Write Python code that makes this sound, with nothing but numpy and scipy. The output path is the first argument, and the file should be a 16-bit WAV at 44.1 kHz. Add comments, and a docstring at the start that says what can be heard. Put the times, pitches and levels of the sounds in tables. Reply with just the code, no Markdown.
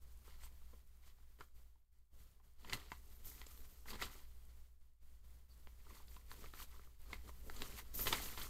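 """Glossy leaflet unfolded by hand

A stiff, folded sheet is opened and turned close to a phone in a quiet room; both channels are alike.
Stick-slip noise, shaped by panel resonances, makes the crinkle, hiss and flexing of each push of the hand.
Creases snap and fingertips tap as noise bursts through ringing modes; skin squeaks as narrow-band noise.
A short decaying noise tail adds reflections from desk, box and walls.
Behind lie a wavering hum, rumble, faint hiss and treble ticks that swell and sink together."""
import sys
import numpy as np
from scipy import signal
from scipy.fft import rfft, irfft
from scipy.io import wavfile

SR = 44100
rng = np.random.default_rng(int(sys.argv[2]) if len(sys.argv) > 2 else 0)


def master_out(mix):
    """Clip the mix to full scale and print it as 16-bit PCM to the path in sys.argv[1]."""
    frames = np.transpose(np.atleast_2d(mix))
    ceiling = np.clip(frames, -1, 1)
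    pcm = np.round(ceiling * 32767).astype(np.int16)
    wavfile.write(sys.argv[1], SR, pcm)


N = 374409
TIME = np.arange(N) / SR
FREQS = np.maximum(np.fft.rfftfreq(N, 1 / SR), 1)

# pushes of the hand that bend and slide the panels: (time of the height [s], rise [s], fall [s],
# crinkle level [dB], sliding hiss over crinkle [dB], low flexing over crinkle [dB])
HAND_PUSHES = [(0.278, 0.046, 0.12, -69.5, -3.5, -7), (0.446, 0.037, 0.028, -61.7, -3, -10),
               (1.078, 0.058, 0.03, -71, -2.5, -13), (1.402, 0.0084, 0.05, -70.5, -1.5, -8),
               (2.22, 0.068, 0.036, -77.0, 1.5, -4), (2.715, 0.086, 0.16, -60.5, -7, -2),
               (2.735, 0.011, 0.024, -48, -3.5, -7.3), (2.926, 0.039, 0.074, -69.5, -1, -7),
               (3.129, 0.12, 0.17, -76, 2, 2), (3.274, 0.03, 0.059, -66, 8, -0.5),
               (3.377, 0.14, 0.111, -67.5, 0.8, -8.5), (3.514, 0.078, 0.36, -72.5, 3.5, -3),
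               (3.904, 0.031, 0.026, -56, -1.2, -11), (3.941, 0.042, 0.049, -53.5, -10, -1),
               (4.021, 0.019, 0.048, -48, -6, -3), (4.152, 0.13, 0.088, -64.9, -2.2, -6),
               (5.963, 0.12, 0.081, -68, -1.3, -3), (6.115, 0.045, 0.094, -72.5, 2.6, 2),
               (6.321, 0.038, 0.12, -66.5, 0, -2.5), (6.442, 0.069, 0.062, -64, -2.9, -0.5),
               (6.629, 0.083, 0.018, -58, 0.3, -11), (6.733, 0.128, 0.18, -72.5, -1.2, -4.5),
               (7.142, 0.058, 0.03, -61, -6.5, 0.7), (7.295, 0.06, 0.016, -67, -1.5, 1),
               (7.508, 0.075, 0.059, -74.5, 7, 13.5), (7.626, 0.094, 0.18, -58, -2.5, -1),
               (7.79, 0.033, 0.024, -54, -1.7, -16), (7.952, 0.012, 0.067, -61.5, 9.5, 1.5),
               (8.007, 0.043, 0.1, -60.5, 11, 4), (8.077, 0.022, 0.038, -43, -1.8, -4.9),
               (8.132, 0.039, 0.086, -45.5, -3, -2.5), (8.223, 0.035, 0.14, -53, 0, -7.5),
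               (8.432, 0.12, 0.067, -55.5, 0, -6)]
# creases and edges letting go: (time [s], level [dB], brightness [Hz], length [ms],
# pitch of the panel's ring [Hz], thud of the whole sheet over the crack level [dB], ring [dB])
CREASE_SNAPS = [(0.277, -63.5, 1460, 5, 1250, 2, 11), (.7319, -63.5, 774, 5, 600, 3.5, 2),
                (1.3877, -69, 2100, 4, 2050, 2, 10), (1.4004, -65, 1460, 3.7, 1360, 6, 8),
                (1.4081, -49, 1550, 2.1, 1370, -7.5, 14), (2.647, -53.5, 2010, 3.5, 980, -8, 5),
                (2.6972, -48, 3650, 2.7, 3600, -11, -2), (2.7322, -36.5, 5460, 1.4, 2080, -13.5, 9),
                (2.7727, -55, 1300, 5.9, 1170, -2, -1), (2.918, -43.5, 2570, 2.4, 985, -7.5, 12),
                (3.4157, -52.5, 2640, 1.4, 2050, -9.5, 2), (3.466, -56.5, 7400, 1.9, 7800, -4.5, 6),
                (3.8562, -58.5, 1550, 2.5, 1470, -6, 15), (3.8854, -62, 1350, 4.4, 1980, -14, 3),
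                (3.9049, -49.5, 4500, 2.1, 4600, -9, 11), (4.0213, -38, 3900, 5.4, 1370, -8, 5.5),
                (4.153, -64, 2070, 3.5, 2200, -3, 1), (5.6722, -59.5, 1970, 0.51, 1160, -1.5, 11),
                (6.0817, -65, 4800, 1.6, 4780, -12, 9), (6.1637, -56.5, 3000, 3, 1050, -7.5, 13),
                (6.3154, -51.3, 2300, 1.2, 1230, -11, 6), (6.4408, -54, 1700, 5.4, 1230, -1.5, 12),
                (6.4596, -59.5, 2100, 2.5, 2020, -11, 12), (6.537, -53, 2500, 1.4, 1360, -5.5, 13),
                (6.762, -66, 1460, 2, 1160, -15, 11), (6.795, -62, 1370, 1.1, 1340, -1, 9),
                (7.1306, -43, 2900, 2.6, 2130, -9.5, 13.5), (7.2895, -54, 1120, 3, 980, -2, 12),
                (7.4985, -48, 2300, 0.79, 1430, -7, 5), (7.564, -53.5, 4900, 3.8, 7280, -21, 8),
                (7.62, -42, 3500, 1.1, 4000, -8.5, 4), (7.9406, -59.5, 9000, 1.8, 6300, -2, 9),
                (7.9917, -47, 2500, 4.9, 1270, -7, 4), (8.059, -46, 1350, 3, 2110, 3, 8),
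                (8.07, -34, 2980, 4.8, 1860, -7, 4), (8.1269, -30.5, 3120, 3.7, 1260, -10.5, 4.5),
                (8.375, -46, 3520, 7.6, 3450, -6, 1), (8.417, -48, 4400, 5.5, 3720, -21, 9)]
# fingertips landing softly on a taut panel: (time [s], level [dB], pitch [Hz])
FINGER_TAPS = [(.617, -71.5, 950), (1.183, -73, 890), (1.756, -76.5, 915), (2.399, -72, 930),
               (5.866, -63.5, 1290), (5.9049, -60, 1140), (6.0, -62, 900), (6.741, -64.5, 950),
               (6.8723, -67.5, 1160), (7.102, -62.5, 980)]
# skin squeaking on the gloss: (time [s], level [dB], pitch [Hz])
SKIN_SQUEAKS = [(.4435, -64, 8270), (5.519, -73.5, 4530)]
# swells of the soft background noise: (start [s], end [s], level [dB])
BACKGROUND_SWELLS = [(0.022, 0.754, 2.5), (0.868, 1.44, -1.9), (1.558, 1.6, 1.7), (1.927, 1.988, -9.5),
                     (2.138, 2.293, 0), (2.441, 2.457, 0), (2.597, 4.604, 2), (4.815, 4.826, -4.5),
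                     (5.031, 5.14, -0.5), (5.246, 5.36, 2), (5.498, 6.883, 2), (7.003, 8.49, 5.6)]
# resonances of the panels and the space under them: (frequency [Hz], width [Hz], level [dB])
PANEL_MODES = [(315, 190, 0.5), (1040, 460, 6.5), (1350, 190, 3.5), (2013, 330, 5.5), (3130, 760, 4),
               (4740, 1300, 3), (7420, 1600, 11)]
# pitches at which small patches of the sheet buckle: (frequency [Hz], level [dB])
BUCKLING_PATCHES = [(720, -7.5), (950, 0), (1200, 0.5), (1500, -0.5), (2000, 5), (2500, -3), (3200, -2.5),
                    (4200, -0.5)]
# spectrum of bent panels rubbing: (frequency [Hz], density [dB per Hz])
CRINKLE_SPECTRUM = [(250, -14.5), (600, -9.5), (1100, -4.5), (2200, -4.5), (4500, -3), (5800, -11),
                    (9000, -23), (15000, -53)]
# spectrum of glossy faces sliding: (frequency [Hz], density [dB per Hz])
SLIP_SPECTRUM = [(2000, -20), (4500, -6), (6500, -0.5), (9000, -2), (11000, -3.5), (12500, -2.5),
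                 (13600, 0.5), (14600, -2.5), (15700, -17)]
# spectrum of flat faces gliding without bending: (frequency [Hz], density [dB per Hz])
SHEEN_SPECTRUM = [(9000, -25.5), (11500, -12.5), (12500, -5.5), (13600, 1), (14500, -7), (15700, -18.5)]
# spectrum of the whole sheet flexing: (frequency [Hz], density [dB per Hz])
FLEX_SPECTRUM = [(40, -11.5), (90, 2.5), (170, 3), (300, 0), (450, 0), (700, -12.5), (1500, -31)]
# spectrum of a panel's crack as a crease lets go: (frequency [Hz], density [dB per Hz])
SNAP_SPECTRUM = [(50, -33), (150, -15), (400, -5), (680, -3.5), (1000, -3), (2500, -1.5), (4500, 4.5),
                 (5800, -4), (9000, -2.5), (15000, 8.5)]
# spectrum of the whole sheet thudding: (frequency [Hz], density [dB per Hz])
THUD_SPECTRUM = [(50, -15), (110, 2), (170, -4.5), (260, -2), (420, 3), (600, 2), (900, -11.5), (2500, -55)]
# spectrum of the low rumble and of the air pushed by the hands: (frequency [Hz], density [dB per Hz])
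RUMBLE_SPECTRUM = [(5, 1.5), (14, 7.5), (22, -1), (35, -7.5), (55, -8), (80, -18.5), (120, -22.5),
                   (200, -44.5), (500, -64.5)]
# spectrum of the faint steady hiss: (frequency [Hz], density [dB per Hz])
HISS_SPECTRUM = [(60, 13), (130, 18.5), (250, 8.5), (500, 6.5), (1100, 6), (2500, 0), (6000, -2.5),
                 (11000, -0.5), (13500, 1), (15700, -0.5)]

PUSH_DROP_DB, PUSH_CURVE = 11.5, 1.41  # loss one rise or fall time from the height; roundness
# paper creeping in the grip between pushes, before the swells are added
RESTING_CRINKLE_DB, RESTING_HISS_DB, RESTING_FLEX_DB = -83.5, -83.5, -84.5
TAP_BRIGHT_HZ, TAP_MS, TAP_RING_DB, TAP_THUD_DB = 1244, 2.4, 14, -6
FULL_CRACKLES_PER_S, CRACKLE_DB, CRACKLE_TOP_HZ = 130, -10.5, 2610  # level is relative to the crinkle
CRACKLE_ONSET_DB, CRACKLE_RANGE_DB = -82, 13  # crinkle level and span over which the rate grows
SQUEAK_S, SQUEAK_Q = 0.015, 12
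SWELL_RISE_DB_PER_S, SWELL_SINK_DB_PER_S, LULL_DB = 460, 69.5, -19
HUM_HZ, HUM_DB = 60, -64  # level before the swells are added
TOP_HZ = 15700


def paper_db():
    """Power addition: pushes join the resting grip in the levels of crinkle, hiss and flexing."""
    resting_db = np.array([[RESTING_CRINKLE_DB], [RESTING_HISS_DB], [RESTING_FLEX_DB]])
    power = undb(resting_db + swell_db()) ** 2
    for s, rise, fall, db, hiss_db, flex_db in HAND_PUSHES:
        away = np.maximum((s - TIME) / rise, (TIME - s) / fall)
        near = away < 5
        shape_db = db - PUSH_DROP_DB * away[near] ** PUSH_CURVE
        offsets_db = np.array([[0], [hiss_db], [flex_db]])
        power[:, near] += undb(offsets_db + shape_db) ** 2
    return 10 * np.log10(power)


def rustle(crinkle_db, slip_db, flex_db):
    """Stick-slip friction and bending: panels crinkle, glossy faces hiss and the whole sheet flexes."""
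    grip = walk(60)  # the fingers catch and let go
    grains = slips(rate=7000, spread_db=0.1) + 1.75 * rng.standard_normal(N)
    rub = colour(grains, spectrum(CRINKLE_SPECTRUM) + panel_db())

    # a light touch mostly rubs; patches buckle more once the sheet is worked harder
    share = np.interp(crinkle_db, [-80, -66], [.15, .5])
    crinkle = np.sqrt(1 - share) * rub + np.sqrt(share) * buckles()
    crinkle = crinkle * undb(crinkle_db + 2.2 * grip - 0.8)

    slip = colour(slips(rate=13000, spread_db=0.0), spectrum(SLIP_SPECTRUM))
    slip = slip * undb(slip_db + 0.64 * grip + 2.0 * walk(90))

    # flat faces gliding without bending add a very high sheen
    sheen_db = slip_db + 0.61 * np.clip(slip_db - crinkle_db, -6, 11) - 3.5
    sheen = colour(slips(rate=14000, spread_db=1.0), spectrum(SHEEN_SPECTRUM))
    sheen = sheen * undb(sheen_db + 3.1 * walk(70))

    flex = colour(slips(rate=1500, spread_db=1.0), spectrum(FLEX_SPECTRUM) + panel_db())
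    flex = flex * undb(flex_db + 2.9 * walk(30) - 0.55)
    return crinkle + slip + sheen + flex


def buckles():
    """Snap-through buckling: small patches flip on their own, each a short knock of a few cycles."""
    knocks = 0
    for hz, db in BUCKLING_PATCHES:
        flips = slips(rate=80, spread_db=4.0, top_db=10.5)
        knock = resonance(resonance(flips, hz, q=3.7), hz, q=3.7)
        knocks = knocks + undb(db) * unit(knock)
    return unit(knocks)


def snaps(size=4096):
    """Impulsive excitation: a release and a fast run of smaller ones ring a panel at its own pitch."""
    out, t = np.zeros(N + size), np.arange(size) / SR
    panel = response(spectrum(SNAP_SPECTRUM) + panel_db())
    sheet = response(spectrum(THUD_SPECTRUM))
    taps = [(s, db, TAP_BRIGHT_HZ, TAP_MS, hz, TAP_THUD_DB, TAP_RING_DB) for s, db, hz in FINGER_TAPS]
    blows = CREASE_SNAPS + taps
    runs = rng.standard_normal((len(blows), size))
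    for (s, db, bright_hz, length_ms, ring_hz, thud_db, ring_db), run in zip(blows, runs):
        age = t / (length_ms / 1000)
        force = run * ((1 + age) * np.exp(-age * 1.25) + .15 * np.exp(-age / 5.7))
        force[0] += 5.0 / length_ms  # the shortest snaps are nearly a single release
        soft = signal.butter(2, min(bright_hz, SR / 2.5), fs=SR, output="sos")
        crack = signal.sosfilt(soft, signal.fftconvolve(force, panel)[:size])
        crack = crack + (undb(ring_db) - 1) * resonance(crack, ring_hz, q=4.9)
        thud = signal.fftconvolve(force, sheet)[:size]
        start = int(s * SR)
        out[start:start + size] += spread_level(crack, db) + spread_level(thud, db + thud_db)
    return out[:N]


def crackles(crinkle_db, limit_db=-52):
    """Random failure: small creases give way more often and, up to a limit, louder under harder work."""
    effort = np.clip((crinkle_db - CRACKLE_ONSET_DB) / CRACKLE_RANGE_DB, .1, 1)
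    clicks = slips(rate=FULL_CRACKLES_PER_S, spread_db=0.5, top_db=8)
    clicks = clicks * (rng.random(N) < effort)
    dull_db = -10 * np.log10(1 + (FREQS / CRACKLE_TOP_HZ) ** 4)
    coloured = colour(clicks, spectrum(SNAP_SPECTRUM) + panel_db() + dull_db)
    return coloured * undb(np.minimum(crinkle_db, limit_db) + CRACKLE_DB)


def squeaks():
    """Friction exciting a resonance: a fingertip skids for a moment with a narrow, bright chirp."""
    out = 0
    for s, db, hz in SKIN_SQUEAKS:
        skid = resonance(rng.standard_normal(N), hz, q=SQUEAK_Q)
        skid = unit(resonance(skid, hz, q=SQUEAK_Q))
        out = out + skid * undb(db) * np.exp(-((TIME - s) / SQUEAK_S) ** 2)
    return out


def reflections(x, t60=.12, wet_db=-12, gap_s=0.0037, size=16384):
    """Exponential decay of reflected energy: desk, box and walls return a short, dense tail."""
    t = np.arange(size) / SR
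    tail = rng.standard_normal(size) * (t > gap_s) * np.exp(-np.log(1000) * t / t60)
    tail = tail / np.linalg.norm(tail)
    return x + undb(wet_db) * signal.oaconvolve(x, tail)[:N]


def handling(flex_db):
    """Air displacement: the moving hands and sheet push air at the microphone, a low rumble."""
    air = colour(rng.standard_normal(N), spectrum(RUMBLE_SPECTRUM), size=32768)
    return air * undb(0.46 * flex_db - 22)


def ticks(level_db):
    """Impulses through a damped mode: a few faint, very short treble ticks each second."""
    clicks = (rng.random(N) < 6.5 / SR) * rng.uniform(0.34, 1, N)
    return resonance(clicks, 10000, q=2.4) * undb(level_db * 0.97 - 44.5)


def swell_db():
    """Envelope in decibels: each background swell rises fast, holds, and sinks slowly toward a lull."""
    db = LULL_DB
    for start, end, top_db in BACKGROUND_SWELLS:
        before_db = SWELL_RISE_DB_PER_S * np.maximum(start - TIME, 0)
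        after_db = SWELL_SINK_DB_PER_S * np.maximum(TIME - end, 0)
        db = np.maximum(db, top_db - (before_db + after_db))
    return db


def background(level_db):
    """Tone plus filtered noise: a wavering hum, low rumble and smooth hiss share one envelope."""
    phase = 2 * np.pi * np.cumsum(HUM_HZ + .15 * walk(3)) / SR
    tone = np.sqrt(2) * (np.sin(phase) + undb(-25.5) * np.sin(3 * phase))
    hum = tone * undb(HUM_DB + 1.0 * walk(2.5))
    rumble = colour(rng.standard_normal(N), spectrum(RUMBLE_SPECTRUM), size=32768) * undb(-60)
    hiss = colour(rng.standard_normal(N), spectrum(HISS_SPECTRUM)) * undb(-77.0)
    return (hum + rumble + hiss) * undb(level_db)


def slips(rate, spread_db, top_db=20):
    """Stick-slip: tiny releases at random moments, a wider spread giving a few large ones; rms 1."""
    sizes = undb(np.minimum(spread_db * rng.exponential(size=N), top_db))
    moments = rng.random(N) < rate / SR
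    return unit(moments * sizes * rng.standard_normal(N))


def walk(rate):
    """Random modulation: straight lines join normal random knots, rate of them per second."""
    knots = rng.standard_normal(4096)
    return np.interp(TIME * rate, np.arange(len(knots)), knots)


def resonance(x, hz, q):
    """Damped oscillation: one mode with gain 1 at its centre."""
    b, a = signal.iirpeak(min(hz, SR / 2.5), q, fs=SR)
    return signal.lfilter(b, a, x)


def panel_db():
    """Modal resonance: the peaks that the panels add to a spectrum, in dB."""
    return sum(db / (1 + (2 * (FREQS - hz) / width) ** 2) for hz, width, db in PANEL_MODES)


def spectrum(points):
    """Logarithmic frequency scale: a dB value for every frequency, from a few points."""
    hz, db = np.transpose(points)
    return np.interp(np.log(FREQS), np.log(hz), db)


def response(db, size=4096):
    """Minimum phase: the folded cepstrum gives a causal impulse response of unit energy."""
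    log_gain = np.interp(np.fft.rfftfreq(size, 1 / SR), FREQS, np.log(undb(db)))
    cepstrum = irfft(log_gain)
    cepstrum[1:size // 2] *= 2
    cepstrum[size // 2 + 1:] = 0
    h = irfft(np.exp(rfft(cepstrum)))
    return h / np.linalg.norm(h)


def colour(x, db, size=4096):
    """Linear filtering: convolve x with the response of a dB spectrum; rms 1."""
    return unit(signal.oaconvolve(x, response(db, size=size))[:N])


def spread_level(x, db):
    """Energy equivalence: a short sound's energy, spread over 5 ms, has this level."""
    return undb(db) * x * np.sqrt(SR / 200 / np.sum(x ** 2))


def undb(db):
    """Logarithmic level: decibels to amplitude gain."""
    return 10 ** (np.asarray(db) / 20)


def unit(x):
    """Mean-square power: scale to rms 1."""
    return x / np.sqrt(np.mean(x ** 2))


def scene():
    """Superposition: paper close by with its reflections, the room behind it."""
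    crinkle_db, slip_db, flex_db = paper_db()
    level_db = swell_db()
    paper = rustle(crinkle_db, slip_db, flex_db) + snaps() + crackles(crinkle_db) + squeaks()
    mono = reflections(paper) + ticks(level_db) + background(level_db) + handling(flex_db)
    return np.array([mono, mono])


def record(dry):
    """Band limiting: the phone cuts the top with a steep low-pass filter."""
    low_pass = signal.ellip(10, .2, 70, TOP_HZ, fs=SR, output="sos")
    return signal.sosfilt(low_pass, dry)


dry = scene()
out = record(dry)
master_out(out)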